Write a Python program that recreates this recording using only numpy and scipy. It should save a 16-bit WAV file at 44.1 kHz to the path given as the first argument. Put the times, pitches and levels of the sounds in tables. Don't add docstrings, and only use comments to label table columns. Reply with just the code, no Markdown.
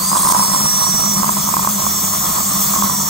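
import sys
import numpy as np
from scipy import signal
from scipy.fft import rfft, irfft
from scipy.io import wavfile
from scipy.ndimage import uniform_filter1d

SR = 44100
rng = np.random.default_rng(int(sys.argv[2]) if len(sys.argv) > 2 else 0)


def transcribe(u):
    v = np.clip(np.atleast_2d(u).T, -1, 1)
    q = np.round(v * 32767).astype(np.int16)
    wavfile.write(sys.argv[1], SR, q)


N = 136269
TIME_S = np.arange(N) / SR
FREQ_HZ = np.fft.rfftfreq(N, 1 / SR)
SPRAY_FFT, SPRAY_OVERLAP = 512, 384

# time_s, pitch_hz
ROTOR_PITCH = [(0, 4395), (.06, 4690), (.13, 4950), (.22, 5220), (.32, 5367), (.4, 5490), (.47, 5561),
               (.6, 5580), (.78, 5675), (.95, 5715), (1.06, 5681), (1.15, 5680), (1.26, 5494), (1.35, 5475),
               (1.44, 5601), (1.53, 5526), (1.63, 5616), (1.72, 5625), (1.8, 5675), (1.95, 5737),
               (2.2, 5771), (2.68, 5776), (2.71, 5750), (3.09, 5771)]
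# time_s, left_db, right_db
WHINE_LEVEL = [(0, -33, -26), (.12, -36, -25.5), (.22, -37, -33), (.3, -28, -28), (.36, -24, -32),
               (.4, -21, -24), (.47, -25, -23), (.58, -25, -21), (.68, -21.5, -20), (.79, -20.5, -16.5),
               (.88, -25, -18), (1.08, -25.5, -16.5), (1.17, -24.5, -21), (1.26, -40, -30),
               (1.33, -35, -32), (1.44, -31, -25.5), (1.55, -40, -30), (1.63, -37, -29), (1.72, -42, -40),
               (1.8, -30, -27), (1.87, -32, -26.5), (1.95, -28, -22), (2.04, -29, -28), (2.15, -28, -26.5),
               (2.48, -33, -33), (2.58, -26, -25), (2.72, -36, -30), (2.92, -27, -23), (3.09, -28, -25)]
# time_s, lead_rad
WHINE_LEAD = [(0, -1), (.22, 2), (.37, -2.5), (.95, -3), (1.5, -2), (1.78, -2), (1.88, -5), (1.95, -4.5),
              (3.09, -5)]
# time_s, centre_hz
JET_PITCH = [(0, 10800), (.5, 11200), (1.1, 11450), (1.8, 11700), (3.09, 11850)]
# freq_hz, upright_db_per_hz, tilted_db_per_hz
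SPRAY_COLOUR = [(700, -70, -70), (1600, -66, -68), (2000, -66, -66.5), (2550, -72, -70.5), (2830, -71, -71),
                (3180, -76, -72.6), (3370, -62.5, -60), (3540, -67.5, -65), (3900, -64, -69),
                (4190, -66, -64.5), (4500, -57, -62.5), (4700, -66, -64.5), (4900, -61, -61.5),
                (5250, -62.5, -63), (5550, -62.5, -66), (5900, -60, -59.5), (6240, -55, -55.5),
                (6550, -54, -55), (7000, -58, -54.5), (7350, -58.5, -55.5), (7700, -55.5, -55),
                (8350, -50.3, -56), (8900, -51, -57), (9450, -53.5, -55.5), (9900, -52, -57),
                (10300, -55, -57.5), (10900, -52.5, -56.5), (12400, -61.5, -59.5), (12900, -62.5, -60.5),
                (14000, -59.5, -54.6), (14900, -65.5, -59.5), (15400, -61.5, -58.3), (15750, -65, -60)]
# time_s, tilt_0_to_1, spray_level_db
HEAD_AIM = [(0, 0.5, -3.5), (.15, 0.1, -1), (.3, 0, 2), (.42, 0.2, -1), (.8, 0.4, -1.5), (1.05, 0.66, -2.5),
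            (1.55, 1, -2.5), (1.8, 1, -2.5), (2.2, 1, -1.5), (2.5, 1, -1.5), (2.72, 1, 0), (2.9, 1, -2.5),
            (3.09, 1, -3.5)]
# start_s, length_s, level_db
SPATTER_BURSTS = [(0.289, 0.0048, -11), (0.321, .007, -14)]
# freq_hz, likeness_0_to_1, left_lead_rad, left_minus_right_db
MIC_PORTS = [(30, 1, 0, 1.5), (206, 1, 1.05, 2), (406, 1, 0.36, -0.5), (750, 0.13, 0.97, 0.5),
             (940, 0.69, -1.5, -3), (1350, 0, -1.5, -10), (1435, 0.94, -4.5, -1.5), (2140, 0, -5.5, -1),
             (2500, 1, -3, -4.5), (3120, 0.07, -1, -4), (3275, 0.7, -6.5, -2), (4300, 0.93, -6, -3),
             (5100, 0.3, -6, 3.5), (6550, 0.8, -6, -0.5), (6800, 1, -7.5, -0.5), (8800, 0.56, -4.5, 0),
             (8940, 1, -4.5, 0), (10100, .99, -3.2, 0), (11300, .99, -3.1, 0), (12200, .9, -3, 0),
             (12650, 0.3, -5, 2), (13700, .9, -5.8, -1)]
# freq_hz, level_db_per_hz
DRAUGHT_COLOUR = [(15, -72), (45, -62), (70, -62), (115, -64.5), (145, -48), (170, -53.5), (230, -59),
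                  (300, -62.5), (470, -71.5), (680, -61), (830, -63.5), (1020, -53.5), (1250, -56),
                  (1500, -73.5), (2500, -75)]
# centre_hz, width_hz, left_db, right_db
HOSE_TONES = [(93, 5, -44, -44), (635, 10, -43, -52), (2245, 35, -62, -53), (2430, 11, -52, -54)]
# time_s, level_db
DRONE_LEVEL = [(0, -28), (.45, -30), (.85, -33), (1.1, -26.5), (1.4, -26.5), (1.6, -31), (1.72, -28),
               (1.9, -33), (2.5, -32), (2.7, -29), (2.85, -27), (3.09, -31)]
# time_s, pitch_hz, level_db
TIP_TONE = [(0, 1030, -36), (.3, 1030, -29.5), (.6, 1040, -33), (1.2, 1060, -36), (2.0, 1070, -37.5),
            (2.6, 1075, -36), (2.87, 1080, -28.5), (2.93, 1020, -29.5), (3.0, 950, -29.5), (3.09, 920, -39)]
# pitch_hz, t60_s, level_db
MOUTH_RINGS = [(199, 0.03, -26.5), (620, 0.0063, -12.5), (1076, 0.016, 2.5), (1219, 0.017, -11)]
# left_delay_s, left_db, right_delay_s, right_db
RING_PATHS = [(0.00035, -10, 0.0015, 1), (0.00325, -10, 0.00465, -14)]
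# time_s, strength_db
LOUD_SLURPS = [(0.115, -7.5), (0.129, -5), (0.151, -7), (0.157, -4.5), (0.168, -6), (0.249, -6),
               (0.256, -9), (0.271, -6), (0.288, -4), (0.322, 1.5), (0.333, -4), (0.346, -1.5), (0.353, -2),
               (0.393, -4.5), (0.402, -10), (0.423, -9), (0.535, -10.5), (0.545, -6.5), (0.656, -9.5),
               (0.819, -10.5), (0.867, -11.5), (1.036, -12), (1.2312, -4), (1.242, -6.5), (1.29, -4.5),
               (1.293, -4), (1.367, -10.5), (1.473, -14), (1.487, -7), (1.501, -16), (1.538, -4.5),
               (1.567, -1), (1.593, -9), (1.632, -15), (1.646, -7), (1.6725, -0.5), (1.82, -18),
               (1.852, -20), (1.865, -7), (2.135, -10.5), (2.382, -10.5), (2.737, -8.5), (2.76, -10.5),
               (2.786, -13), (2.822, -3), (2.838, -12), (2.896, -8.5)]
# time_s, level_db
GURGLE_LEVEL = [(0, -25), (.1, -32), (.16, -13.5), (.22, -17), (.29, -10), (.4, -15.5), (.48, -17.5),
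                (.56, -17), (.7, -33), (.84, -19), (.95, -34), (1.18, -25), (1.26, -22), (1.42, -39),
                (1.52, -41), (1.75, -38), (2.15, -37), (2.6, -36), (2.84, -22), (3.09, -37)]

WOBBLE_HZ, FLUTTER_DB = 3, 0.9
SECOND_DB, THIRD_START_DB, THIRD_FADE_DB_PER_S = -38, -35, 55
JET_DB, JET_WIDTH_HZ = -28.5, 650
PATCH_DB, FLICKER_DB = 1.88, 0.3
DRAUGHT_FLUTTER_DB = 2.3
DRONE_HZ, DRONE_WOBBLE_HZ, DRONE_WIDTH_HZ = 199, 5, 32
DRONE_STEADY_POWER_SHARE, DRONE_LEAN_DB = 0.55, 2.1
THROB_PERIOD_S, THROB_PEAK_S, THROB_DB = 0.137, 1.337, 2
TIP_WIDTH_HZ, TIP_UPPER_RATIO, TIP_UPPER_DB = 38, 1.9, -17
SLURP_GAIN_DB, SLURP_RISE_S, SLURP_PITCH_SPREAD = 3, 0.00172, 0.022
POP_DB, POP_S = -14, 0.00068
GURGLES_PER_S, GURGLE_SPREAD_DB = 240, 4
ROOM_DB, ROOM_T60_S = -18.5, 0.21
LIMIT, RECOVER_DB_PER_S = 0.86, 448
EDGE_HZ = 15790


def amp(db):
    return 10 ** (np.asarray(db) / 20)


def evened(x):
    return x / np.sqrt(np.mean(x ** 2) + 1e-20)


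def curve(table, at=TIME_S):
    first, *columns = np.transpose(table)
    return [np.interp(at, first, column) for column in columns]


def add(mix, start_s, sound):
    part = mix[:, max(round(start_s * SR), 0):][:, :sound.shape[1]]
    part += sound[:, :part.shape[1]]


def drift(rate_hz):
    spectrum = rfft(rng.standard_normal(N)) / (1 + (FREQ_HZ / rate_hz) ** 4)
    return evened(irfft(spectrum, N))


def fuzzy_tone(pitch_hz, width_hz):
    phase = 2 * np.pi * np.cumsum(pitch_hz * np.ones(N)) / SR
    return evened(drift(width_hz / 2) * np.cos(phase) + drift(width_hz / 2) * np.sin(phase))


def turbine():
    left_db, right_db = curve(WHINE_LEVEL)
    pitch_hz = curve(ROTOR_PITCH)[0] + WOBBLE_HZ * drift(39)
    phase = 2 * np.pi * np.cumsum(pitch_hz) / SR
    lead_rad = curve(WHINE_LEAD)[0]
    left = amp(left_db + FLUTTER_DB * drift(34)) * np.sin(phase + lead_rad)
    right = amp(right_db + FLUTTER_DB * drift(27)) * np.sin(phase)
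    second = amp(SECOND_DB) * np.sin(2 * phase)
    jet = amp(JET_DB) * fuzzy_tone(curve(JET_PITCH)[0], JET_WIDTH_HZ) / np.sqrt(2)
    third = amp(THIRD_START_DB - THIRD_FADE_DB_PER_S * TIME_S) * np.sin(3 * phase)
    high = second + jet
    return np.sqrt(2) * (np.array([left + high, right - high]) + third)


def port_noise():
    likeness, lead_rad, balance_db = curve(MIC_PORTS, FREQ_HZ)
    shared, separate = rfft(rng.standard_normal((2, N)))
    left = shared * np.exp(1j * lead_rad) * amp(balance_db / 2)
    right = (likeness * shared + np.sqrt(1 - likeness ** 2) * separate) * amp(-balance_db / 2)
    return irfft(np.array([left, right]), N) * np.sqrt(SR / 2)


def spray():
    _, frame_s, bins = signal.stft(port_noise(), SR, nperseg=SPRAY_FFT, noverlap=SPRAY_OVERLAP)
    tilt, level_db = curve(HEAD_AIM, frame_s)
    upright_db, tilted_db = curve(SPRAY_COLOUR, np.fft.rfftfreq(SPRAY_FFT, 1 / SR)[:, None])
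    patches = uniform_filter1d(rng.standard_normal(bins.shape[1:]), size=7, axis=0)
    patches = evened(uniform_filter1d(patches, size=12, axis=1))
    colour_db = upright_db + tilt * (tilted_db - upright_db)
    bins = bins * amp(colour_db + level_db + PATCH_DB * patches)
    hiss = signal.istft(bins, nperseg=SPRAY_FFT, noverlap=SPRAY_OVERLAP)[1][:, :N]
    bursts = np.zeros(N)
    for start_s, length_s, burst_db in SPATTER_BURSTS:
        half_s = length_s / 2
        bursts += amp(burst_db) * np.exp(-((TIME_S - start_s - half_s) / half_s) ** 2)
    return hiss * amp(FLICKER_DB * drift(70)) + bursts * evened(hiss)


def suction():
    draught = irfft(rfft(port_noise()) * amp(curve(DRAUGHT_COLOUR, FREQ_HZ)[0]), N)
    draught = draught * amp(DRAUGHT_FLUTTER_DB * drift(28))
    tones = np.zeros((2, N))
    for centre_hz, width_hz, left_db, right_db in HOSE_TONES:
        tones += amp([[left_db], [right_db]]) * fuzzy_tone(centre_hz, width_hz)
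    drone_hz = DRONE_HZ + DRONE_WOBBLE_HZ * drift(8.54)
    steady = np.sqrt(2 * DRONE_STEADY_POWER_SHARE) * np.sin(2 * np.pi * np.cumsum(drone_hz) / SR)
    fuzzy = np.sqrt(1 - DRONE_STEADY_POWER_SHARE) * fuzzy_tone(DRONE_HZ, DRONE_WIDTH_HZ)
    throb_db = THROB_DB * np.cos(2 * np.pi * (TIME_S - THROB_PEAK_S) / THROB_PERIOD_S)
    lean_db = DRONE_LEAN_DB * np.array([[1], [-1]])
    drone = (steady + fuzzy) * amp(curve(DRONE_LEVEL)[0] + throb_db + lean_db)
    return draught + tones + drone


def tip_whistle():
    pitch_hz, level_db = curve(TIP_TONE)
    main = fuzzy_tone(pitch_hz, TIP_WIDTH_HZ)
    upper = amp(TIP_UPPER_DB) * fuzzy_tone(pitch_hz * TIP_UPPER_RATIO, 2 * TIP_WIDTH_HZ)
    return amp(level_db) * (main + upper)


def slurp(size):
    t_s = np.arange(SR // 20) / SR
    pop = amp(POP_DB) * (1 - t_s / POP_S) * np.exp(-t_s / POP_S)
    rings = np.zeros((2, len(t_s)))
    for left_s, left_db, right_s, right_db in RING_PATHS:
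        since_s = np.maximum(t_s - np.array([[left_s], [right_s]]), 0)
        rise = 1 - np.exp(-(since_s / SLURP_RISE_S) ** 2)
        ring = 0
        for mode_hz, t60_s, level_db in MOUTH_RINGS:
            pitch_hz = mode_hz * (1 + SLURP_PITCH_SPREAD * size)
            decay = amp(level_db - 60 * (since_s - SLURP_RISE_S) / t60_s)
            ring = ring + decay * np.sin(2 * np.pi * pitch_hz * since_s)
        rings += amp([[left_db], [right_db]]) * rise * ring
    return rings + pop


def gurgling():
    water = np.zeros((2, N))
    loud_sizes = rng.standard_normal(len(LOUD_SLURPS))
    for (time_s, strength_db), size in zip(LOUD_SLURPS, loud_sizes):
        add(water, time_s - SLURP_RISE_S / 2, amp(strength_db + SLURP_GAIN_DB) * slurp(size))
    chance = rng.random(N)
    strength, sizes = rng.standard_normal((2, N))
    level_db = curve(GURGLE_LEVEL)[0] + GURGLE_SPREAD_DB * np.clip(strength, -2, 2)
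    for i in np.flatnonzero(chance < GURGLES_PER_S / SR):
        add(water, i / SR, amp(level_db[i]) * slurp(sizes[i]))
    return water


def room(sound):
    t_s = np.arange(SR // 3) / SR
    tail = rng.standard_normal((2, len(t_s))) * amp(-60 * t_s / ROOM_T60_S) * (t_s > .005)
    return signal.fftconvolve(sound, tail / np.linalg.norm(tail[0]), axes=1)[:, :N]


def scene():
    water = gurgling()
    return turbine() + spray() + suction() + tip_whistle() + water + amp(ROOM_DB) * room(water)


def record(dry):
    over_db = 20 * np.log10(np.maximum(abs(dry).max(0) / LIMIT, 1))
    fall_db = TIME_S * RECOVER_DB_PER_S
    duck_db = np.maximum.accumulate(over_db + fall_db) - fall_db
    held = dry * amp(-uniform_filter1d(duck_db, size=30))
    low_pass = signal.firwin(2047, EDGE_HZ, window=("kaiser", 9), fs=SR)
    return signal.oaconvolve(held, low_pass[None], "same")


dry = scene()
out = record(dry)
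transcribe(out)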